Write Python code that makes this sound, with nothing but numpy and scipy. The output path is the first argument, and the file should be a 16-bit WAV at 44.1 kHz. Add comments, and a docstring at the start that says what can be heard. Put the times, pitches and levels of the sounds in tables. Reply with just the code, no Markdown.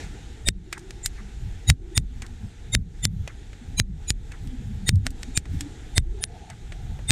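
"""On a beach, two whips crack and snap in front of a microphone.
Far surf is filtered noise in stereo; wind is a deep rumble and a flutter that each crack stirs up.
Lashes hum as tones blurred by noise. Each crack is a short shock and a tail; loud ones push the membrane.
A streaky pre-echo hiss lies ahead of each crack, and thin pre-echo tones ahead of the loud ones.
A limiter pulls everything above the bass down after every loud crack."""
import sys
import numpy as np
from scipy import signal
from scipy.fft import rfft, irfft, next_fast_len
from scipy.io import wavfile
from scipy.ndimage import uniform_filter1d, map_coordinates

SR = 44100
rng = np.random.default_rng(int(sys.argv[2]) if len(sys.argv) > 2 else 0)


def wav_record(signal):
    """Record a signal, one row per channel, as 16-bit PCM in the file named by sys.argv[1]."""
    frames = np.transpose(np.atleast_2d(signal))
    bounded = np.clip(frames, -1, 1)
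    # unit amplitude maps onto the largest positive 16-bit level
    quanta = np.round(bounded * 32767).astype(np.int16)
    wavfile.write(sys.argv[1], SR, quanta)


def gain_from_decibels(decibels):
    """Convert decibel values to linear amplitude factors."""
    exponent = np.asarray(decibels, float) / 20
    return 10 ** exponent


N = 313551
TIME = np.arange(N) / SR


def unit(x):
    """Normalization: scales a signal to rms 1."""
    return x / np.sqrt(np.mean(x ** 2) + 1e-20)


def along(points, hz):
    """Logarithmic interpolation: reads (frequency [Hz], value) points on a log frequency axis."""
    point_hz, value = np.transpose(points)
    return np.interp(np.log(hz + 1), np.log(point_hz + 1), value)


def curves(rows):
    """Linear interpolation: one value per sample for each column after the time."""
    s, *columns = np.transpose(rows)
    return [np.interp(TIME, s, column) for column in columns]


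def wobble(rate, count=N):
    """Band-limited fluctuation: a smooth curve through random knots, rate of them a second."""
    knots = rng.standard_normal(int(count * rate / SR) + 8)
    return map_coordinates(knots, [np.arange(count) * rate / SR + 2])


def filtered(x, response):
    """Linear filtering: multiplies the spectrum of x by a response of frequency."""
    size = next_fast_len(x.shape[-1] + 8192)
    spectrum = rfft(x, size) * response(np.fft.rfftfreq(size, 1 / SR))
    return irfft(spectrum, size)[..., :x.shape[-1]]


def rush(spectrum):
    """Coloured noise: white noise shaped by a spectrum, at rms 1."""
    return unit(filtered(rng.standard_normal(N), lambda hz: gain_from_decibels(along(spectrum, hz))))


def add(track, s, sound, before):
    """Superposition: mixes in a sound whose moment s lies `before` samples into it."""
    start = round(s * SR) - before
    track[..., start:start + sound.shape[-1]] += sound


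# strength of the surf: (time [s], level [dB])
SURF_LEVEL = [(0, -36), (.08, -45), (.4, -48.5), (.7, -51.5), (1.1, -48), (1.3, -49), (2, -49.5),
              (2.4, -51), (4.8, -50), (5.2, -46.5), (5.7, -47), (6.2, -48.5), (6.5, -50.5), (7.11, -49.5)]
# spectrum of the surf through the microphone housing: (frequency [Hz], relative level [dB])
SURF_SPECTRUM = [(180, 1), (300, 0.5), (469, -4), (560, -16.5), (822, -6), (1070, -22), (1310, -14.5),
                 (1700, -11), (2940, -16.5), (3600, -13.5), (4820, -21.5), (7050, -18), (8900, -24.5),
                 (9500, -31), (11500, -32), (12000, -43.5), (15600, -57.5)]
# stereo width of the surf: (frequency [Hz], side over mid [dB])
SURF_WIDTH = [(300, -60), (1000, -32), (10500, -28), (11800, -3), (16000, -3)]


def surf():
    """Incoherent sum of far breakers: a smooth hiss with shallow patches, wider in the treble."""
    bins = signal.stft(rng.standard_normal(N), nperseg=512)[2]
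    field = uniform_filter1d(rng.standard_normal(bins.shape), size=8, axis=0)  # across frequency
    field = uniform_filter1d(field, size=10, axis=1)  # across time
    patchy = signal.istft(bins * gain_from_decibels(1.2 * unit(field)), nperseg=512)[1][:N]
    mid = unit(filtered(patchy, lambda hz: gain_from_decibels(along(SURF_SPECTRUM, hz))))
    side = filtered(rush(SURF_SPECTRUM), lambda hz: gain_from_decibels(along(SURF_WIDTH, hz)))
    level_db, = curves(SURF_LEVEL)
    return gain_from_decibels(level_db) * np.array([mid + side, mid - side])


# strength of the wind at the microphone: (time [s], level [dB])
WIND_STRENGTH = [(0.0, -51.5), (0.04, -37), (0.36, -43.5), (0.49, -28), (0.67, -44), (2.0, -32.5),
                 (2.51, -46.5), (2.77, -33), (3.62, -43.5), (3.82, -30), (3.84, -34), (4.63, -39),
                 (4.93, -32.5), (5.8, -40.5), (6.0, -26.5), (6.38, -46), (7.01, -31.5), (7.11, -45.5)]
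# spectrum of the deep rumble: (frequency [Hz], relative level [dB])
RUMBLE_SPECTRUM = [(12, -18), (25, 1), (55, -1), (80, -22.5), (150, -68)]
# spectrum of the flutter: (frequency [Hz], relative level [dB])
FLUTTER_SPECTRUM = [(40, -20.5), (70, -3.5), (100, -7), (140, -13.5), (200, -20.5), (400, -66)]
# eddies that hit the microphone: (time [s], length [s], level [dB])
MICROPHONE_EDDIES = [(.1, 0.17, -47), (1.48, 0.18, -42.5), (1.717, 0.063, -21.5), (2.004, 0.057, -24.5),
                     (2.436, .12, -40.5), (2.769, 0.1, -24), (3.137, 0.19, -29.5), (3.696, 0.085, -37),
                     (4.455, 0.062, -32.5), (4.701, 0.17, -33.5), (4.943, 0.11, -19), (5.557, .12, -30.5),
                     (6.004, 0.051, -26), (6.92, 0.4, -39)]


def wind():
    """Turbulent pressure: a rumble and a lumpier flutter stirred by eddies and each crack's wake."""
    flutter_db, flutter_grows = -44, 0.4  # steady flutter; dB per dB of wind
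    wake_db, wake_grows = -36, 1.76  # air thrown by a crack: level at a 0 dB crack; dB per dB of crack
    wake_rise_s, wake_fall_s = 0.0082, 0.012  # time constants
    strength_db, = curves(WIND_STRENGTH)
    rumble = gain_from_decibels(strength_db + 2.0 * wobble(6.2)) * rush(RUMBLE_SPECTRUM)
    gust_db = strength_db - strength_db.mean()
    stir = gain_from_decibels(flutter_db + flutter_grows * gust_db + 1.5 * wobble(3.6))
    for s, length, db in MICROPHONE_EDDIES:
        stir = stir + gain_from_decibels(db) * np.exp(-(2 * (TIME - s) / length) ** 2)
    for s, crack_db, *_ in WHIP_CRACKS:
        lag = np.where(TIME < s, (s - TIME) / wake_rise_s, (TIME - s) / wake_fall_s)
        stir = stir + gain_from_decibels(wake_db + wake_grows * crack_db) * np.exp(-lag)
    flutter = unit(gain_from_decibels(2.03 * wobble(25)) * rush(FLUTTER_SPECTRUM))
    return rumble + stir * flutter


# sweeps of a lash through the air or over the sand:
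# (start [s], end [s], first pitch [Hz], last pitch [Hz], level before swell and wobble [dB])
LASH_SWEEPS = [(0.548, 1.093, 339.5, 365.6, -52.5), (1.18, 1.314, 222.5, 203, -47.5),
               (1.753, 1.964, 363, 357, -48.5), (1.978, 2.367, 251, 226.7, -50.5),
               (2.397, 2.51, 237, 203.5, -46), (3.601, 3.76, 235, 259, -49.5),
               (4.441, 4.665, 279, 198.7, -43), (4.653, 4.89, 236.4, 174, -37),
               (4.991, 5.174, 253.6, 275, -46.5), (5.225, 5.34, 256, 232, -47),
               (5.46, 5.699, 254.4, 299, -42.5), (6.049, 6.227, 345, 413, -48),
               (6.183, 6.416, 415, 489.4, -52.5), (6.149, 6.563, 751, 785, -52),
               (6.706, 7.014, 709, 828, -57.5)]
# the lash slows after a full crack and its hum sinks: (time [s], level before swell and wobble [dB])
LASH_RECOILS = [(.5, -44), (2.74, -41), (3.051, -43.5), (3.799, -40)]
# the thin tip swishes after a light snap: (time [s], level before swell and wobble [dB])
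TIP_SWISHES = [(0.729, -47), (1.16, -48), (2.21, -49), (3.272, -52), (4.31, -52), (6.49, -50)]


def lashes():
    """Vortex shedding: a swept cord gives a fuzzy hum whose pitch follows its speed."""
    track = np.zeros(N + SR)
    recoils = [(s, s + 0.18, 214.3, 157.7, db) for s, db in LASH_RECOILS]
    swishes = [(s, s + 0.055, 2310, 1343, db) for s, db in TIP_SWISHES]
    for start, end, first_hz, last_hz, db in LASH_SWEEPS + recoils + swishes:
        u = np.linspace(0, 1, round((end - start) * SR))
        count = len(u)
        hz = first_hz * (last_hz / first_hz) ** u
        rate = 0.2 * first_hz * (first_hz / 250) ** 0.45  # faster sweeps blur more
        fuzz = wobble(rate, count) + 1j * wobble(rate, count)
        carrier = np.exp(2j * np.pi * np.cumsum(hz) / SR)
        hum = unit((fuzz * carrier).real)
        swell = np.sin(np.pi * u ** 1.1) ** 0.43
        unsteady = gain_from_decibels(4.04 * wobble(60, count))
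        add(track, start, gain_from_decibels(db) * swell * unsteady * hum, before=0)
    return track[:N]


# thin tones smeared ahead of the loud cracks:
# (time [s], deep pitch [Hz], low pitch [Hz], high pitch [Hz], second high pitch [Hz])
PRE_ECHO_TONES = [(.4872, 1860, 3670, 7890, 9150), (1.0592, 1990, 3700, 7150, 8320),
                  (1.7017, 2007, 3805, 6840, 9650), (1.9782, 1930, 3645, 8940, 6850),
                  (2.751, 2110, 3690, 7240, 10250), (3.0531, 2010, 3570, 7230, 9780),
                  (3.7999, 2370, 3980, 6580, 9370), (4.1026, 2450, 3970, 6910, 9600),
                  (4.8928, 1940, 3696, 8850, 6830), (5.374, 2420, 3690, 7200, 8650),
                  (5.9823, 2060, 3650, 8100, 9780), (6.2411, 1720, 3670, 9600, 9980),
                  (7.1066, 2066, 3635, 8100, 9250)]


def pre_echo_tones():
    """Pre-echo: thin tones rise for 38 ms before a crack, all but the low one fluttering, the deep one most."""
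    track, t = np.zeros(N + SR), (np.arange(3072) - 2048) / SR
    swell = np.sin(np.pi / 2 * np.clip(1 + t / 0.038, 0, 1)) ** 2.5
    shape = np.where(t < 0, swell, gain_from_decibels(-2.5 - 60 * t / 0.091))  # falls 60 dB in 91 ms
    for s, deep_hz, low_hz, high_hz, second_hz in PRE_ECHO_TONES:
        crack_db = min(WHIP_CRACKS, key=lambda row: abs(row[0] - s))[1]  # nearest crack
        # level at a 0 dB crack, then dB per dB of crack
        deep_db = -43.5 + 0.71 * crack_db
        low_db = -45.5 + 1.89 * crack_db
        high_db = -30 + 0.35 * crack_db
        # pitch, level and the steady part against the fluttering one
        tones = [(deep_hz, deep_db, 0.35), (low_hz, low_db, 3.0),
                 (high_hz, high_db, 0.7), (second_hz, high_db - 5.5, 0.7)]
        for hz, db, steady in tones:
            fuzz = steady + wobble(0.06 * hz, len(t)) + 1j * wobble(0.0466 * hz, len(t))
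            carrier = np.exp(2j * np.pi * (hz * t + rng.random()))
            tone = unit((fuzz * carrier).real)
            add(track, s, gain_from_decibels(db) * shape * tone, before=2048)
    return track[:N]


def thumps():
    """Damped oscillation: a loud shock pushes the membrane through a slow swing out and back."""
    loud_db = 2  # softer cracks do not push
    drive_db, drive_grows = -11, 0.28  # drive = drive_db + drive_grows * crack level
    track, t = np.zeros(N + SR), np.arange(3072) / SR
    onset = 1 - np.exp(-t / 0.00048)
    push = np.sin(2 * np.pi * 105 * t) * gain_from_decibels(-60 * t / 0.036) * onset  # falls 60 dB in 36 ms
    for s, crack_db, *_ in WHIP_CRACKS:
        if crack_db > loud_db:
            add(track, s, gain_from_decibels(drive_db + drive_grows * crack_db) * push, before=0)
    return track[:N]


# cracks and snaps: (time [s], shock peak [dB], spectral tilt [dB per octave], tail level at its start [dB])
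WHIP_CRACKS = [(0.4875, 10.5, -2.5, -23), (0.7276, -17.5, -4, -22.5), (0.7796, -33, -1.5, -41),
               (0.793, -37, 3, -46.5), (0.9078, -21, -3.5, -43.5), (1.0604, -5, 2.5, -16.5),
               (1.7007, 11.5, -1.5, -9), (1.9777, 7.5, 1.2, -17.5), (2.2205, -44, -4.5, -30),
               (2.2657, -27.5, -1.5, -58), (2.7504, 10.5, -4.5, -38), (3.0531, 7, 2.4, -33),
               (3.2764, -30, -7, -29), (3.5312, -44, -10, -39.5), (3.7996, 10, -2.5, -47),
               (4.084, -31, 1, -45), (4.1047, 3.5, 1, -24), (4.3197, -33, -5, -39.5),
               (4.474, -31.5, -2, -50), (4.8921, 10, -2.7, -20), (4.9573, -18, 5, -70),
               (5.067, 0.5, -4.5, -18), (5.1056, -26, 5, -35), (5.232, -15, -3, -57),
               (5.375, 2.5, 1, -14.5), (5.455, -36, -6.5, -33.5), (5.6085, -14.5, -1.5, -27),
               (5.9802, 9, -2.5, -19), (6.2394, -0.5, -0.5, -46), (6.5008, -31.5, -3, -36.5),
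               (6.7216, -43, -7.5, -34), (6.991, -62, -15, -35.5), (7.1066, 10, -2.3, -9.5)]
# spectrum of the shock before its tilt: (frequency [Hz], relative level [dB])
SHOCK_SPECTRUM = [(350, -33.5), (600, -11.5), (1000, -16.5), (1830, -2), (2880, -3.5), (4570, -6.5),
                  (8320, -1), (11100, -16.5), (13500, -16.5), (15600, -48.5)]


def cracks():
    """Shock wave and scattering: a shock rings the microphone port, sand adds a tail; pre-echo precedes."""
    track, t = np.zeros((2, N + SR)), (np.arange(4608) - 1536) / SR
    after = np.clip(t, 0, None)
    fading = gain_from_decibels(-60 * after / 0.081) / (1 + after / 0.0036) * (t > 0)
    rising = np.clip(1 + t / 0.034, 0, 1) ** 2.5 * (t < 0)
    for s, db, tilt_db, tail_db in WHIP_CRACKS:
        def colour(hz):
            """Spectral tilt: the shock spectrum turned about 4.5 kHz."""
            return gain_from_decibels(along(SHOCK_SPECTRUM, hz) + tilt_db * np.log2(hz / 4500 + 0.05))

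        noise, stray = rng.standard_normal((2, len(t)))
        front = filtered(1.0 * (t == 0), colour)
        ring_ms = max(0.21 + 0.01 * tilt_db, 0.1)  # longer on a bright crack
        ring = np.sin(2 * np.pi * 4600 * t) * np.exp(-(1000 * t / ring_ms) ** 4)
        shock = front / front.max() + 0.34 * ring
        echo_db = -7 + min(-db - 14, 0.0)  # off the sand, relatively fainter for strong cracks
        shock += gain_from_decibels(echo_db) * np.roll(shock, round(0.0027 * SR))
        shock *= gain_from_decibels(db) / np.abs(shock).max()
        tail = gain_from_decibels(tail_db) * fading * unit(filtered(noise, colour))
        # pre-echo: a hiss with random spectral streaks, not part of the crack itself
        stripes = np.transpose([np.linspace(300, 16000, 40), rng.normal(0, 6, 40)])
        streaked = unit(filtered(stray, lambda hz: np.sqrt(colour(hz)) * gain_from_decibels(along(stripes, hz))))
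        pre_echo = gain_from_decibels(1.06 * db - 36.5) * rising * streaked
        mid = shock + tail + pre_echo
        aside = gain_from_decibels(-14) * np.gradient(mid) * np.sign(stray[0])  # slightly off axis, on a random side
        add(track, s, np.array([mid + aside, mid - aside]), before=1536)
    return track[:, :N]


def scene():
    """Superposition of surf, wind, lashes and cracks at the microphone, with the pre-echo tones."""
    return surf() + wind() + lashes() + pre_echo_tones() + thumps() + cracks()


def top_cut(x):
    """Nothing passes above the cut-off."""
    return signal.sosfilt(signal.butter(12, 15730, fs=SR, output="sos"), x)


def record(dry):
    """Dynamic compression: a limiter ducks all but the bass and lets go slowly; then soft clipping."""
    knee_db, ratio, release_db = -12, 0.75, 95  # threshold; dB cut per dB above it; dB per second
    split_hz, top_hz, smoothing_s = 450, 15300, 0.0043
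    bass = filtered(dry, lambda hz: 1 / (1 + (hz / split_hz) ** 6))
    treble = dry - bass
    level_db = 20 * np.log10(np.abs(treble).max(0) + 1e-6)
    # peak hold that falls release_db a second
    held_db = np.maximum.accumulate(level_db + release_db * TIME) - release_db * TIME
    lag = np.exp(-1 / (smoothing_s * SR))
    cut_db = signal.lfilter([1 - lag], [1, -lag], ratio * np.clip(held_db - knee_db, 0, None))
    limited = bass + treble * gain_from_decibels(-cut_db)
    clipped = limited / (1 + np.abs(limited / 0.85) ** 4) ** (1 / 4)
    finished = filtered(clipped, lambda hz: 1 / (1 + (hz / top_hz) ** 40))
    return top_cut(finished)


dry = scene()
out = record(dry)
wav_record(out)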